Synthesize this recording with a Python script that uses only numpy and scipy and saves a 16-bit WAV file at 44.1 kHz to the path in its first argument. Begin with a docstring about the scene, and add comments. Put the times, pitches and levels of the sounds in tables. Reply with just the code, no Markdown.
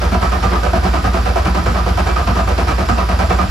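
"""In a garage a starter cranks a six-cylinder engine at about 195 rpm; it does not fire.
Air puffs, two per stroke, excite decaying pipe modes, and short low surges return in every cycle.
Gears and valve train clatter after each compression: random impacts drive resonances of engine and
panels, while blows ring the block. The starter's shaped noise whirrs and whines underneath."""
import sys
import numpy as np
from scipy import signal
from scipy.fft import rfft, irfft
from scipy.io import wavfile
from scipy.ndimage import uniform_filter1d

SR = 44100
rng = np.random.default_rng(int(sys.argv[2]) if len(sys.argv) > 2 else 0)


def digitize_waveform(pressure):
    """Quantize a signal to 16-bit integers and store it at the path in sys.argv[1].

    Rows of a 2-D input are taken as channels; values are limited to [-1, 1].
    """
    field = np.atleast_2d(pressure).T
    bounded = np.clip(field, -1, 1)
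    quanta = np.round(bounded * 32767).astype(np.int16)
    wavfile.write(sys.argv[1], SR, quanta)


N = 154350
T = np.arange(N) / SR  # s

CYCLES, CYCLE_S, FIRST_CYCLE_S = 8, .6142, -.8184  # one cycle is two crank turns
MODE_WANDER = 0.0086  # spread of a mode's frequency from stroke to stroke, as a share
COLOUR_SPREAD_DB = 2  # spread of a mode's weight from stroke to stroke

# compression strokes: (time [s], relative clatter level [dB], relative thud level [dB])
STROKES = [(0.015, -12, -21), (0.121, -12.5, -20), (0.225, -10, -24.5), (0.32, -11, -23),
           (0.429, -8, -19.5), (0.521, -12.5, -20), (0.631, -11, -22.5), (0.733, -11, -19),
           (0.842, -10.5, -21), (0.935, -11.5, -20.5), (1.043, -10.5, -19), (1.139, -12.5, -20.5),
           (1.254, -12.5, -23), (1.359, -11.5, -23.5), (1.455, -12, -20.5), (1.55, -11, -21),
           (1.662, -9.5, -18), (1.752, -12, -20.5), (1.863, -12.5, -20.5), (1.975, -11, -21.5),
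           (2.072, -10.5, -26), (2.164, -11, -25), (2.274, -9.5, -15), (2.36, -12, -20),
           (2.476, -11.5, -21), (2.579, -10, -21.5), (2.684, -10, -22), (2.783, -11.5, -22),
           (2.887, -9.5, -16), (2.975, -12.5, -21.5), (3.089, -11.5, -22.5), (3.191, -10, -22),
           (3.302, -10.5, -22.5), (3.391, -12, -22)]
# the six cylinders in firing order: (rise [ms], onset to start of fall [ms], knock at onset [dB],
# then weight of each of the three block modes [dB])
CYLINDERS = [(4, 37, 3, -4, 0.5, -9), (3.3, 30, 24, -4.5, 1.5, -3.5), (21, 45, 15, 1, -0.5, 2.5),
             (8.8, 37.2, 19, -2.5, 1.5, 3), (6.5, 24.3, -17, -5.5, 0, -1.5), (18.6, 55.5, 17, -3, -1, -2)]


def amp(db):
    """Amplitude ratio: 20 dB is a factor of ten."""
    return 10 ** (np.asarray(db) / 20)


def evened(x):
    """Normalisation to unit root-mean-square."""
    return x / np.sqrt(np.mean(x ** 2) + 1e-20)


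def read(points, hz):
    """Interpolation of a curve along logarithmic frequency."""
    f, value = np.transpose(points)
    return np.interp(np.log(hz + 1), np.log(f + 1), value)


def coloured(x, points):
    """Linear filtering: the spectrum is multiplied by a curve given in dB."""
    hz = np.fft.rfftfreq(N, 1 / SR)
    return irfft(rfft(x) * amp(read(points, hz)), N)


def by_stroke(table):
    """Periodic firing order: a per-cylinder table repeats along the strokes."""
    # the first row serves the time before the first stroke
    return np.array(table)[np.arange(-1, len(STROKES)) % len(table)]


def ring(x, modes, spread_db, favour_db=0, wander=MODE_WANDER):
    """Modal superposition: x drives resonances, reweighted and slightly retuned for each stroke."""
    stroke = np.searchsorted([row[0] - .01 for row in STROKES], T)  # changes 10 ms ahead of the stroke
    weight_db, shift = rng.standard_normal((len(STROKES) + 1, len(modes), 2)).T
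    weight = amp(favour_db + spread_db * weight_db.T)
    out = 0
    for k, (hz, width, db) in enumerate(modes):
        r = np.exp(-np.pi * width / SR)
        glide = uniform_filter1d(hz * (1 + wander * shift[k, stroke]), size=1500)
        turn = np.exp(2j * np.pi * np.cumsum(glide) / SR)
        # shift the mode down to 0 Hz, low-pass it to its width, shift it back
        shifted = x * weight[stroke, k] / turn
        smooth = signal.lfilter([np.sqrt(1 - r * r)], [1, -r], shifted)
        out = out + (-1) ** k * amp(db) * (turn * smooth).real
    return evened(out)


def boom():
    """Free decay of pipe modes: every air puff swells softly and rings the pipes."""
    # the twelve puffs of a cycle, one every 60 crank degrees:
    # (lateness [ms], lower-mode level [dB], upper-mode level [dB])
    puffs = [(-1.1, -9.6, -12.3), (0.9, -10.1, -8.0), (-2.1, -13.8, -6.7), (-2.0, -9.9, -10.0),
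             (2.2, -12.2, -12.8), (1.2, -11.2, -0.0), (0.3, -15.3, -7.5), (1.7, -24.6, -0.6),
             (0.8, -20.3, -1.0), (-1.2, -5.7, -35.0), (5.3, -35.0, -8.7), (-4.7, -16.0, -3.5)]
    # pipe modes, lower first: (frequency [Hz], level [dB], decay by 60 dB [s])
    pipe_modes = [(59.3, -0.1, 0.45), (68.9, 0.1, 0.15)]
    # slow drift of the crank speed: (time [s], lag [ms])
    drift = [(0.1, -1.9), (0.51, -1.7), (0.92, 0.2), (1.34, 1.8), (1.75, 0.8), (2.16, 0.9), (2.58, 1.0),
             (2.99, -0.9), (3.4, -1.4)]
    gain_db, rise_s = 0.5, .028
    spread_db, spread_ms = .4, .2  # from puff to puff
    slow = T[::8]
    chance = rng.standard_normal((CYCLES, len(puffs), 2))
    out = 0
    for cycle in range(CYCLES):
        for k, (late_ms, low_db, upper_db) in enumerate(puffs):
            wobble_db, wobble_ms = chance[cycle, k] * (spread_db, spread_ms)
            start = FIRST_CYCLE_S + (cycle + k / len(puffs)) * CYCLE_S
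            lag_ms = np.interp(start, *np.transpose(drift))
            start += (late_ms + wobble_ms + lag_ms) / 1000
            t = np.maximum(slow - start, 0)
            low, upper = (amp(db - 60 * t / t60) * np.sin(2 * np.pi * hz * t)
                          for hz, db, t60 in pipe_modes)
            swell = amp(wobble_db) * np.sin(np.pi / 2 * np.minimum(t / rise_s, 1)) ** 2
            out = out + swell * (amp(low_db) * low + amp(upper_db) * upper)
    return amp(gain_db) * signal.resample_poly(out, up=8, down=1)[:N]


def surges():
    """Gaussian tone pulses: brief low swells slide downwards at the same times in every cycle."""
    # surges of a cycle: (centre after cycle start [s], frequency at centre [Hz], level [dB])
    surge_list = [(.047, 99.5, -11.5), (.13, 83, -31), (.215, 98, -19.5), (.275, 88, -38),
                  (.335, 96, -20.5), (.445, 123, -18), (.585, 113, -23.5)]
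    width_s, slide_hz_per_s = 0.0095, -200  # width is the standard deviation
    slow, out = T[::8], 0
    for cycle in range(CYCLES):
        for s, hz, db in surge_list:
            t = slow - FIRST_CYCLE_S - cycle * CYCLE_S - s
            tone = np.sin(2 * np.pi * (hz + slide_hz_per_s * t / 2) * t)
            out = out + amp(db) * np.exp(-(t / width_s) ** 2 / 2) * tone
    return signal.resample_poly(out, up=8, down=1)[:N]


def whirr():
    """Filtered noise: the starter's steady, fluttering hiss with a few fuzzy resonant whine bands."""
    # broad colour: (frequency [Hz], relative spectral level [dB])
    whirr_colour = [(40, -32), (70, 2), (130, -1), (190, -3), (302, -8.5), (731, -18.5), (1340, -10.5),
                    (2120, -18.5), (3500, -20.5), (5600, -23), (6300, -28), (7820, -37.5), (11500, -28),
                    (13500, -43.5), (16000, -48)]
    # whine bands: (frequency [Hz], width [Hz], relative level [dB])
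    whine_modes = [(3115, 28, -64), (4050, 13, -55), (4760, 120, -51), (5380, 22, -46.5), (6080, 27, -67.5),
                   (7160, 420, -46)]
    whirr_db, whine_db, flutter_db, whine_wander = -27.5, -41.5, 0.8, .003
    flutter = evened(uniform_filter1d(rng.standard_normal(N), size=500))
    noise = rng.standard_normal(N) * amp(flutter_db * flutter)
    broad = evened(coloured(noise, whirr_colour))
    whine = ring(noise, whine_modes, COLOUR_SPREAD_DB, wander=whine_wander)
    return amp(whirr_db) * broad + amp(whine_db) * whine


def stroke_level(column, fall_db_per_s, knock):
    """Addition of powers: each stroke rises, holds and falls away in its cylinder's manner."""
    early = 0.95  # share of the rise that comes before the stroke time
    knock_fade_ms = 4.6  # time constant of the knock's dB
    power, slow = 0, T[::32]
    for k, row in enumerate(STROKES):
        rise_ms, hold_ms, knock_db = CYLINDERS[k % len(CYLINDERS)][:3]
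        ms = np.maximum(1000 * (slow - row[0]) + early * rise_ms, 0)
        fall_db = fall_db_per_s * np.maximum(ms - hold_ms, 0) / 1000
        extra_db = knock * knock_db * np.exp(-ms / knock_fade_ms)
        rise = np.minimum(ms / rise_ms, 1)
        power = power + (rise * amp(row[column] - fall_db + extra_db)) ** 2
    return evened(np.interp(T, slow, np.sqrt(power)))


def ticks():
    """Random impulse train: dense small impacts of uneven size and either sign."""
    ticks_per_s, spread_db = 2500, 3.5
    size_draw, time_draw, sign_draw = rng.random((N, 3)).T
    size = amp(-spread_db * np.log(size_draw + 0.0071))
    return size * (time_draw < ticks_per_s / SR) * np.sign(sign_draw - .5)


def knocks():
    """Exponential decay of noise: each single knock is a short sharp burst."""
    # the clearest knocks in the clatter: (time [s], level [dB])
    knock_list = [(0.015, -13), (0.12, -14), (0.148, -7), (0.227, -9.5), (0.318, -10), (0.328, -20),
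                  (0.432, -8.5), (0.633, -11.5), (0.735, -11.5), (0.843, -7.5), (0.937, -11), (1.043, -15),
                  (1.073, -6), (1.141, -4.5), (1.256, -6), (1.36, -10.5), (1.457, -6.5), (1.547, -15),
                  (1.662, -7.5), (1.75, -12), (1.864, -6.5), (1.974, -9), (2.072, -5), (2.162, -12),
                  (2.277, -9.5), (2.362, -11), (2.39, -6.5), (2.476, -10.5), (2.579, -9.5), (2.684, -13),
                  (2.784, -14), (2.888, -15), (2.98, -6.5), (3.092, -13), (3.192, -6), (3.305, -4),
                  (3.388, -12)]
    t60 = 0.027  # s
    t, starts = np.arange(2000) / SR, np.zeros(N)
    for s, db in knock_list:
        starts[int(s * SR)] = amp(db)
    envelope = abs(signal.oaconvolve(starts, amp(-60 * t / t60))[:N])
    return rng.standard_normal(N) * envelope


def clatter(knocked, level, hits):
    """Impact excitation: blows after each compression ring engine and panels, with a broad rattle."""
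    # engine and panel modes: (frequency [Hz], width [Hz], relative level [dB])
    body_modes = [(358, 22, -6), (491, 24, -6), (604, 40, -8), (664, 30, -4), (734, 30, -2), (887, 35, -8),
                  (986, 32, -6), (1076, 30, -8), (1144, 24, -5), (1226, 24, -9), (1313, 26, -6),
                  (1730, 28, -10), (2326, 20, -14), (2660, 40, -16)]
    # one row per cylinder in firing order: (weight of each of those modes [dB], ...)
    body_favour = [(-1.5, 7.5, 7, 4, -0.52, -0.05, -0.48, -7, -4.5, -16, 0.7, 0.23, -2.1, -0.69),
                   (2.5, -2, 2, 4.5, 0.36, -0.24, 1.4, -13, -5.5, -6, -1.0, 0.59, -2.7, 0.4),
                   (0.5, 0.5, -30, 3.5, -1.8, -1.0, -1.4, 3, 1.0, 4.5, 1.0, -0.44, 3.4, 0.3),
                   (2.5, -3.5, 2.0, 6, 0.6, -2.2, -1.0, 6, -8, 13, -0.47, -0.66, 0.063, 0.67),
                   (-6, 7, -34, -9, 1.0, 2.0, -0.18, -2, -6, 12, -0.16, 1.0, -1, 0.51),
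                   (2.5, -1.5, -2.5, 7, -1.2, -1.2, 1.7, 8, 2, 12, -0.0, 0.2, -0.65, 0.28)]
    # broad colour of the rattle: (frequency [Hz], relative spectral level [dB])
    rattle_colour = [(200, -23), (400, -1.5), (750, 0.5), (1350, -1), (2100, -11.5), (2600, -10.5),
                     (3500, -17.5), (5300, -18.5), (7500, -28.5), (12000, -32.5), (16000, -78)]
    body_db, rattle_db = -24.5, -24
    hits_into_body_db, hits_into_rattle_db = 13, 3
    drive = ticks()
    body_drive = drive * knocked + amp(hits_into_body_db) * hits
    body = ring(body_drive, body_modes, COLOUR_SPREAD_DB, by_stroke(body_favour))
    rattle_drive = drive * level + amp(hits_into_rattle_db) * hits
    rattle = evened(coloured(rattle_drive, rattle_colour))
    return amp(body_db) * body + amp(rattle_db) * rattle


def thud(level):
    """Impulse response: blows on each stroke ring the block, each cylinder favouring its own modes."""
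    # low block modes: (frequency [Hz], width [Hz], relative level [dB])
    block_modes = [(184.5, 20.6, 2), (229.5, 22, -1), (286.7, 32, -8)]
    # a blow and two after-blows per stroke: (delay [s], relative level [dB])
    blow_list = [(.003, 3), (0.0194, 1.5), (.042, -2)]
    thud_db, shudder_db = -29, -3  # the shudder is loose rattle, relative to the blows
    favour_db = by_stroke(CYLINDERS)[:, 3:]
    blows = np.zeros(N)
    for s, _, stroke_db in STROKES:
        for delay_s, db in blow_list:
            blows[int((s + delay_s) * SR)] += amp(stroke_db + db)
    shudder = ring(ticks() * level, block_modes, 1, favour_db)
    return amp(thud_db) * (ring(blows, block_modes, 1, favour_db) + amp(shudder_db) * shudder)


def garage(x):
    """Reverberation: sparse, dull, decaying reflections at other random times for each call."""
    t60, top_hz = 0.16, 2560  # decay by 60 dB [s], low-pass corner
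    at = np.arange(100, 16000, 20)
    taps = np.zeros(16100)
    size = amp(-60 * at / SR / t60)
    taps[at + rng.integers(0, 20, len(at))] = rng.choice([-1., 1.], len(at)) * size
    taps = signal.lfilter(*signal.butter(2, top_hz, fs=SR), taps)
    return signal.fftconvolve(x, taps / np.linalg.norm(taps))[:N]


def scene():
    """Partial coherence: an independent second sounding joins on the right where likeness is low."""
    # likeness of right to left, clipped to -1..1: (frequency [Hz], likeness [ratio])
    likeness = [(60, 0.5), (130, 1.25), (290, 0.47), (640, 0.39), (1410, 0.16), (3100, 0.35), (6820, 0.93),
                (9000, 1), (15000, -2.5)]
    # level of left over right: (frequency [Hz], level [dB])
    left_over_right = [(60, -.7), (200, 0.8), (380, -2.5), (700, -4), (1290, -1.5), (2380, -1), (4400, -6),
                       (8120, -3), (15000, 3)]
    garage_db, left_lag_s = -11, 2.3e-5
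    clatter_fall, thud_fall = 264, 211  # dB per s
    low = rfft(boom() + surges())
    knocked = stroke_level(column=1, fall_db_per_s=clatter_fall, knock=True)
    rattle = stroke_level(column=1, fall_db_per_s=clatter_fall, knock=False)
    shudder = stroke_level(column=2, fall_db_per_s=thud_fall, knock=True)
    hits = knocks()
    soundings = [clatter(knocked, rattle, hits) + thud(shudder) + whirr() for _ in range(2)]
    near, other = (rfft(x + amp(garage_db) * garage(x)) for x in soundings)
    hz = np.fft.rfftfreq(N, 1 / SR)
    same = np.clip(read(likeness, hz), -1, 1)
    tilt = amp(read(left_over_right, hz) / 2)
    right = same * near + np.sqrt(1 - same ** 2) * other + low
    left = (near + low) * np.exp(-2j * np.pi * hz * left_lag_s)
    return np.array([irfft(left * tilt, N), irfft(right / tilt, N)])


def record(dry):
    """Saturation between filters: the microphone drops deep bass and rounds peaks; treble is cut."""
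    low_hz, ceiling, edge_hz = 45, 1.1, 15900
    thin = signal.lfilter(*signal.butter(2, low_hz, "high", fs=SR), dry)
    soft = ceiling * np.tanh(thin / ceiling)
    band_limit = signal.firwin(511, edge_hz, window=("kaiser", 9), fs=SR)
    return signal.oaconvolve(soft, band_limit[None], "same")


dry = scene()
out = record(dry)
digitize_waveform(out)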